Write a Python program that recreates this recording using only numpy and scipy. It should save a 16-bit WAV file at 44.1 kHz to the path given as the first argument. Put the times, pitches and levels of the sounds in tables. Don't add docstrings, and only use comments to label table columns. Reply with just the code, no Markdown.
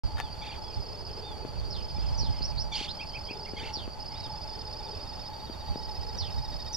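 import sys
import numpy as np
from scipy import signal
from scipy.fft import rfft, irfft
from scipy.io import wavfile

SR = 44100
rng = np.random.default_rng(int(sys.argv[2]) if len(sys.argv) > 2 else 0)


def generate_wav(sig):
    pcm = np.round(np.clip(np.atleast_2d(sig).T, -1, 1) * 32767).astype(np.int16)
    wavfile.write(sys.argv[1], SR, pcm)


N = 298116
T = np.arange(N) / SR
HZ = np.fft.rfftfreq(N, 1 / SR)


def amp(db):
    return 10 ** (np.asarray(db) / 20)


def unit_rms(x):
    return x / np.sqrt(np.mean(x ** 2) + 1e-20)


def over_frequency(points):
    hz, *columns = np.transpose(points)
    return [np.interp(np.log(HZ + 1), np.log(hz), column) for column in columns]


def add(mix, start_s, sound):
    part = mix[max(round(start_s * SR), 0):][:len(sound)]
    part += sound[:len(part)]


def drift(rate_hz):
    hz = HZ[:N // 16]
    real, imag = rng.standard_normal((2, len(hz)))
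    return unit_rms(irfft((real + 1j * imag) * np.exp(-(hz / rate_hz) ** 2), N))


def pan(pan_db):
    half_db = np.atleast_1d(pan_db) / 2
    return np.array([amp(half_db), amp(-half_db)])


def noise(density_db, correlation, pan_db):
    left, unrelated = rfft(rng.standard_normal((2, N)))
    right = correlation * left + np.sqrt(1 - correlation ** 2) * unrelated
    return irfft(np.array([left, right]) * pan(pan_db) * amp(density_db) * np.sqrt(SR / 2), N)


def resonance(hz, width_hz):
    return 1j * HZ * width_hz / (hz ** 2 - HZ ** 2 + 1j * HZ * width_hz)


def tone(hz):
    return np.sqrt(2) * np.sin(2 * np.pi * np.cumsum(hz) / SR)


def glide(length_s, start, middle, end, flatness=2):
    u = np.linspace(-1, 1, round(length_s * SR))
    return middle + (end - start) / 2 * u + ((start + end) / 2 - middle) * abs(u) ** flatness


def sing(notes, waver, overtone_db, fade_db):
    out, wobble = np.zeros(N), waver * drift(410)
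    for s, pitch, db in notes:
        u = np.linspace(0, 1, len(pitch))
        hz = pitch * (1 + 2 * u * wobble.take(round(s * SR) + np.arange(len(u)), mode="wrap"))
        envelope = amp(db - fade_db * u) * np.sin(np.pi * u).clip(0) ** .5
        add(out, s, envelope * (tone(hz) + amp(overtone_db) * tone(2 * hz)))
    return out


def outdoors(call, pan_db, wet_db, t60):
    t = T[:SR // 2]
    tail = rng.standard_normal((2, len(t))) * amp(-60 * t / t60) * (1 - np.exp(-t / .001))
    mid, side = signal.fftconvolve(call[None], tail / np.linalg.norm(tail[0]), axes=1)[:, :N]
    echo = 1.11 * mid + .5 * side * np.array([[1], [-1]])
    return pan(pan_db) * (call + amp(wet_db) * echo)


def from_right(sound, lag_s=.00003):
    left, right = sound
    return np.array([irfft(rfft(left) * np.exp(-2j * np.pi * HZ * lag_s), N), right])


def still_air():
    # frequency in Hz, density in dB per Hz.
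    spectrum = [(20, -67.5), (80, -64), (150, -71.5), (300, -77.5), (480, -78.5), (720, -77), (1000, -81),
                (1400, -87), (2000, -92.5), (3300, -91.5), (6400, -101), (7600, -100), (8600, -106),
                (12800, -111), (14800, -120)]
    # frequency in Hz, left-right correlation, left minus right in dB.
    spread = [(97.5, 0.4, -6), (250, -0.22, -2), (480, 0.11, 2.5), (1180, 0.41, 0.5), (3000, 0.084, -1.5),
              (6500, 0.032, 1), (7400, -0.33, 0), (14000, 0.59, 1)]
    return noise(over_frequency(spectrum)[0], *over_frequency(spread)) * amp(.86 * drift(23))


def far_band(hz, width_hz):
    band_db = 40 * np.log10(abs(resonance(hz, 2 * width_hz)) + 1e-9)
    return unit_rms(noise(band_db, correlation=.84, pan_db=1.5) * amp(2.2 * drift(5.1)))


def frogs():
    # centre in Hz, width in Hz, level in dB.
    bands = [(857.8, 32.7, -48.5), (592.6, 8.8, -61.5)]
    # start and end in seconds, level in dB.
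    low_calls = [(0.598, 1.946, -51.5), (3.23, 3.785, -51.5), (4.475, 5.08, -52.5), (5.684, 6.354, -55)]
    chorus = sum(amp(db) * far_band(hz, width) for hz, width, db in bands)
    bouts = sum(amp(db) * np.clip(np.minimum(T - start, end - T) / .1, 0, 1)
                for start, end, db in low_calls)
    return chorus + bouts * far_band(hz=430, width_hz=67)


def bush_cricket(hz=12600, width_hz=1700):
    # time in seconds, level in dB.
    swell = [(4.8, -100), (5.3, -74), (6.2, -75), (6.76, -73.5)]
    band = noise(-8 * ((HZ - hz) / width_hz) ** 2, correlation=.2, pan_db=-2)
    return unit_rms(band) * amp(np.interp(T, *np.transpose(swell)) + 1.5 * drift(120))


def twitter(faintest_db=-71, count=240):
    when, pitch, tilt, size = rng.random((count, 4)).T
    hz, slope = 2400 + 1200 * pitch, .302 * tilt - .2
    glides = map(glide, .00957 + .0223 * size, hz * (1 - slope), hz, hz * (1 + slope))
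    notes = zip(when * T[-1], glides, faintest_db + 6 * size)
    voice = sing(notes, waver=.02, overtone_db=-36, fade_db=3.5)
    return outdoors(voice, pan_db=-6, wet_db=4, t60=.12)


def far_crickets():
    # top pitch in Hz, arch depth in Hz, length in seconds, level in dB.
    chirps = [(4813, 353, 0.057, -47.5), (4523, 200, .030, -58.5)]
    # middle of the first chirp and period, both in seconds.
    beats = [(.073, .0838), (.110, .0571)]
    # frequency in Hz, density in dB per Hz.
    spectrum = [(3900, -115), (4200, -94), (4400, -80.5), (4550, -78.5), (4750, -80), (4950, -82),
                (5150, -86.5), (5400, -105), (5800, -97), (6400, -115)]
    out, wobble = np.zeros(N), 1 + .0025 * drift(160)
    for (hz, arch_hz, length, db), (first, period) in zip(chirps, beats):
        u = np.linspace(-1, 1, round(length * SR))
        for s in np.arange(first, T[-1], period):
            size, late = rng.standard_normal(2)
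            pitch = (hz - arch_hz * u ** 2) * wobble.take(round(s * SR) + np.arange(len(u)), mode="wrap")
            chirp = amp(db + .85 * size) * tone(pitch) * np.sqrt(1 - u ** 2)
            add(out, s - length / 2 + .003 * late, chirp)
    chorus = noise(over_frequency(spectrum)[0], correlation=.92, pan_db=-3.5) * amp(2 * drift(48))
    return outdoors(out, pan_db=-4.5, wet_db=-14, t60=.15) + chorus


def breeze(buffet_s=.025, turbulence_db=3.5, turbulence_hz=17.5):
    # frequency in Hz, density in dB per Hz.
    spectrum = [(10, -97), (30, -63), (48, -53.5), (85, -61), (140, -67.5), (220, -79.5), (450, -100),
                (1200, -140)]
    # time in seconds, gain in dB.
    spells = [(0, 2.5), (.2, 0), (.33, -12), (1.4, -9.5), (1.6, 0.5), (2.25, 9), (2.6, 5.5), (3.0, -15),
              (3.4, -17), (3.6, -4), (5.55, -20), (5.72, -2.5), (6.4, 0.5), (6.75, -11)]
    # time of the peak in seconds, gain in dB.
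    buffets = [(.05, 12.5), (.16, 8.5), (.79, 12.5), (1.6, 11.5), (1.97, 10), (5.71, 11), (6.39, 12)]
    strength = amp(np.interp(T, *np.transpose(spells)) + turbulence_db * drift(turbulence_hz))
    gusts = sum(amp(db) * np.exp(-((T - s) / buffet_s) ** 2) for s, db in buffets)
    rumble = noise(over_frequency(spectrum)[0], correlation=-.93, pan_db=-5.4)
    return rumble * np.hypot(strength, gusts)


def handling(scrape_db=-21, bump_rise_s=.00077):
    # start in seconds, level in dB, ring in Hz.
    touches = [(1.45, -25, 265), (1.984, -31, 220), (2.233, -29.5, 232), (2.408, -28, 218),
               (2.812, -30, 280), (3.31, -27.5, 273), (3.535, -27, 250), (3.631, -31, 220),
               (3.772, -32, 217), (3.878, -27.5, 230), (5.498, -26.5, 230), (5.758, -24.5, 257)]
    # start in seconds, level in dB, scrape decay in seconds.
    snaps = [(0.172, -33, 0.0022), (0.182, -29, 0.0062), (.189, -29, 0.013), (0.2012, -17.5, 0.00048),
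             (0.2036, -29.5, 0.01), (.209, -28, 0.0025)]
    # centre in Hz, width in Hz, relative level in dB.
    modes = [(840, 340, 3.5), (1340, 310, 1), (1740, 37, 12), (2350, 170, -31)]
    bumps, clicks, t = np.zeros(N), np.zeros(N), T[:SR // 16]
    rise = t / bump_rise_s
    for s, db, hz in touches:
        add(bumps, s, amp(db) * rise * np.exp(1 - rise) * np.cos(2 * np.pi * hz * t))
    for s, db, decay in snaps:
        scrape = amp(scrape_db) * rng.standard_normal(len(t)) * np.exp(-t / decay)
        add(clicks, s, amp(db) * ((t == 0) + scrape))
    ring = sum(amp(db) * resonance(hz, width) for hz, width, db in modes)
    case = unit_rms(ring / (1 + 1j * HZ / 6000))
    return pan(9.8) * bumps + pan(6.8) * irfft(rfft(clicks) * case, N)


def whistles():
    # start and length in seconds, first, middle and last pitch in Hz,
    # flatness of the top (2 is round), level in dB.
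    arches = [(0.156, .14, 3680, 3620, 2950, 1.7, -58), (.625, 0.087, 3250, 3370, 3080, 2.4, -59.5),
              (1.223, .118, 3470, 3610, 3230, 2.03, -52.5), (4.138, .135, 3000, 3920, 3000, 3.7, -49)]
    notes = [(s, glide(*shape), db) for s, *shape, db in arches]
    voice = sing(notes, waver=.003, overtone_db=-37, fade_db=-3.5)
    return outdoors(voice, pan_db=-7, wet_db=-7.5, t60=.14)


def chatter(length_s=.16, hold_s=.028, hold_hz=1190, swell_db=3, fade_db=3, rasp_db=-36):
    # start in seconds, level in dB, pitch factor, throat resonance and its width in Hz.
    calls = [(0.409, -48, 0.98, 2950, 2400), (1.951, -57.5, 0.98, 3000, 2300),
             (2.320, -59.5, 0.89, 2730, 2300), (2.713, -38.5, 0.97, 3440, 2740),
             (3.558, -45.5, 0.93, 2790, 2680), (4.104, -60, 0.9, 2430, 2300)]
    flick_s, low_hz, high_hz = .0187, 1600, 2583
    lean = .55
    out, t = np.zeros(N), T[:round(length_s * SR)]
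    u = t / t[-1]
    effort = amp(swell_db * np.sin(np.pi * u) - fade_db * u) * signal.windows.tukey(len(t), .2)
    slip, wander = .2 * drift(40), .085 * drift(70)
    jitter, rasp = .025 * drift(250), rng.standard_normal(N)
    for s, db, factor, throat, width in calls:
        now = round(s * SR) + np.arange(len(t))
        turn = 2 * np.pi * ((t - hold_s) / flick_s + slip[now])
        register = .5 - .5 * np.tanh(2 * np.cos(turn + lean * (1 - np.cos(turn))))
        flicks = (low_hz + (high_hz - low_hz) * register) * (1 + wander[now])
        pitch = factor * np.where(t < hold_s, hold_hz, flicks) * (1 + jitter[now])
        harmonics = [k * pitch for k in range(1, 7)]
        voice = sum(tone(hz) / (1 + ((hz - throat ** 2 / hz) / width) ** 2) ** 1.42 for hz in harmonics)
        roughness = amp(rasp_db) * unit_rms(rasp[now] * effort ** 3)
        add(out, s, amp(db) * (unit_rms(voice * effort) + roughness))
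    return outdoors(out, pan_db=-3, wet_db=-7, t60=.15)


def trill(start_s=4.3063, note_s=.025, arch=.073, gap_count=36):
    # time in seconds, level in dB, top of the fundamental in Hz.
    course = [(4.3, -62, 1784), (4.7, -55.5, 1850), (5.6, -51.5, 1906), (6.0, -50, 1948), (6.75, -46, 1896)]
    first_gap_s, limit_gap_s, slowing_notes = .0601, .0748, 20.1
    times, levels, pitches = np.transpose(course)
    out, u = np.zeros(N), np.linspace(-1, 1, round(note_s * SR))
    gaps = limit_gap_s + (first_gap_s - limit_gap_s) * np.exp(-np.arange(gap_count) / slowing_notes)
    for s in np.cumsum([start_s, *gaps]):
        hz = np.interp(s, times, pitches) * (1 - arch * (u + .15) ** 2)
        note = amp(-10) * tone(hz) + tone(2 * hz) + amp(-10.5) * tone(3 * hz) + amp(-24) * tone(4 * hz)
        add(out, s - note_s / 2, amp(np.interp(s, times, levels)) * note * (1 - u ** 2))
    return outdoors(out, pan_db=-4, wet_db=-10, t60=.2)


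def song(bow_hz=280, hook_s=.038, pip_s=.014):
    # start and length in seconds, first and last pitch in Hz, level in dB.
    rises = [(2.414, .052, 3980, 5780, -37), (2.57, .056, 3730, 5600, -36),
             (2.742, .033, 3950, 5050, -34.5), (2.878, 0.043, 2980, 4440, -37.5)]
    # start in seconds, top pitch in Hz, level in dB.
    hooks = [(2.997, 2717, -43), (3.142, 2670, -44), (3.288, 2740, -44), (3.455, 2390, -52)]
    notes = []
    for s, length, start, end, db in rises:
        shape = np.array([start, (start + end) / 2 + bow_hz, end])
        notes.append((s, glide(length, *shape), db))
        notes.append((s + .009, glide(.02, *shape * .85), db - 13))
    hook = np.interp(np.linspace(0, 1, round(hook_s * SR)), [0, .676, 1], [.82, 1, .78])
    for s, hz, db in hooks:
        notes.append((s - .007, np.full(round(pip_s * SR), hz * 1.18), db - 2))
        notes.append((s, hz * hook, db))
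    voice = sing(notes, waver=.0098, overtone_db=-41, fade_db=-1)
    return outdoors(voice, pan_db=-5, wet_db=-7, t60=.13)


def slurs(length_s=.14, rest_hz=2178):
    # start in seconds, first pitch in Hz, time constant of the fall in seconds, level in dB.
    calls = [(1.702, 5690, 0.06, -38.5), (2.175, 6190, 0.081, -34), (3.729, 5850, 0.064, -34),
             (6.175, 6080, .057, -33.5), (6.728, 6270, 0.077, -29.5)]
    t = T[:round(length_s * SR)]
    notes = [(s, rest_hz + (hz - rest_hz) * np.exp(-t / fall), db) for s, hz, fall, db in calls]
    voice = sing(notes, waver=.045, overtone_db=-48, fade_db=32)
    return outdoors(voice, pan_db=-4.5, wet_db=3, t60=.13)


def wing_stroke(length_s, hz, sag_hz):
    u = np.linspace(0, 1, round(length_s * SR))
    return tone(hz - sag_hz * u ** 3) * np.sin(np.pi * u)


def near_cricket(chirp_gap_s=.06):
    # first and last chirp in seconds, level in dB.
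    runs = [(0.625, 1.176, -43.5), (1.71, 2.488, -42), (2.894, 3.495, -42), (4.006, 4.714, -41.5),
            (4.772, 5.26, -42), (5.775, 6.015, -41.5), (6.072, 6.723, -41.5)]
    out = np.zeros(N)
    for first, last, db in runs:
        for s in np.linspace(first, last, round((last - first) / chirp_gap_s) + 1):
            size, tune = rng.standard_normal(2)
            short = wing_stroke(.015, hz=5148 + 12 * tune, sag_hz=170)
            long = wing_stroke(.019, hz=5150 + 12 * tune, sag_hz=110)
            add(out, s - .0075, amp(db + .55 * size) * short)
            add(out, s + .0115 + .0002 * size, amp(db + .3 * size) * long)
    return outdoors(out, pan_db=-4.5, wet_db=-17, t60=.12)


def scene():
    crickets = near_cricket() + far_crickets()
    birds = slurs() + song() + whistles() + twitter() + chatter() + trill()
    return from_right(crickets + birds) + bush_cricket() + frogs() + handling() + breeze() + still_air()


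def record(dry):
    # centre in Hz, width in Hz, gain at the centre in dB.
    notches = [(3950, 117, -12.5), (7930, 120, -20)]
    colour_db = sum(depth * np.exp(-((HZ - hz) / width) ** 2) for hz, width, depth in notches)
    opening = np.clip((T - .035) / .00022, 0, 1)
    sound = irfft(rfft(dry) * amp(colour_db), N) * opening
    lowpass = signal.firwin(511, cutoff=14700, window=("kaiser", 9), fs=SR)
    return signal.oaconvolve(sound, lowpass[None], "same")


dry = scene()
out = record(dry)
generate_wav(out)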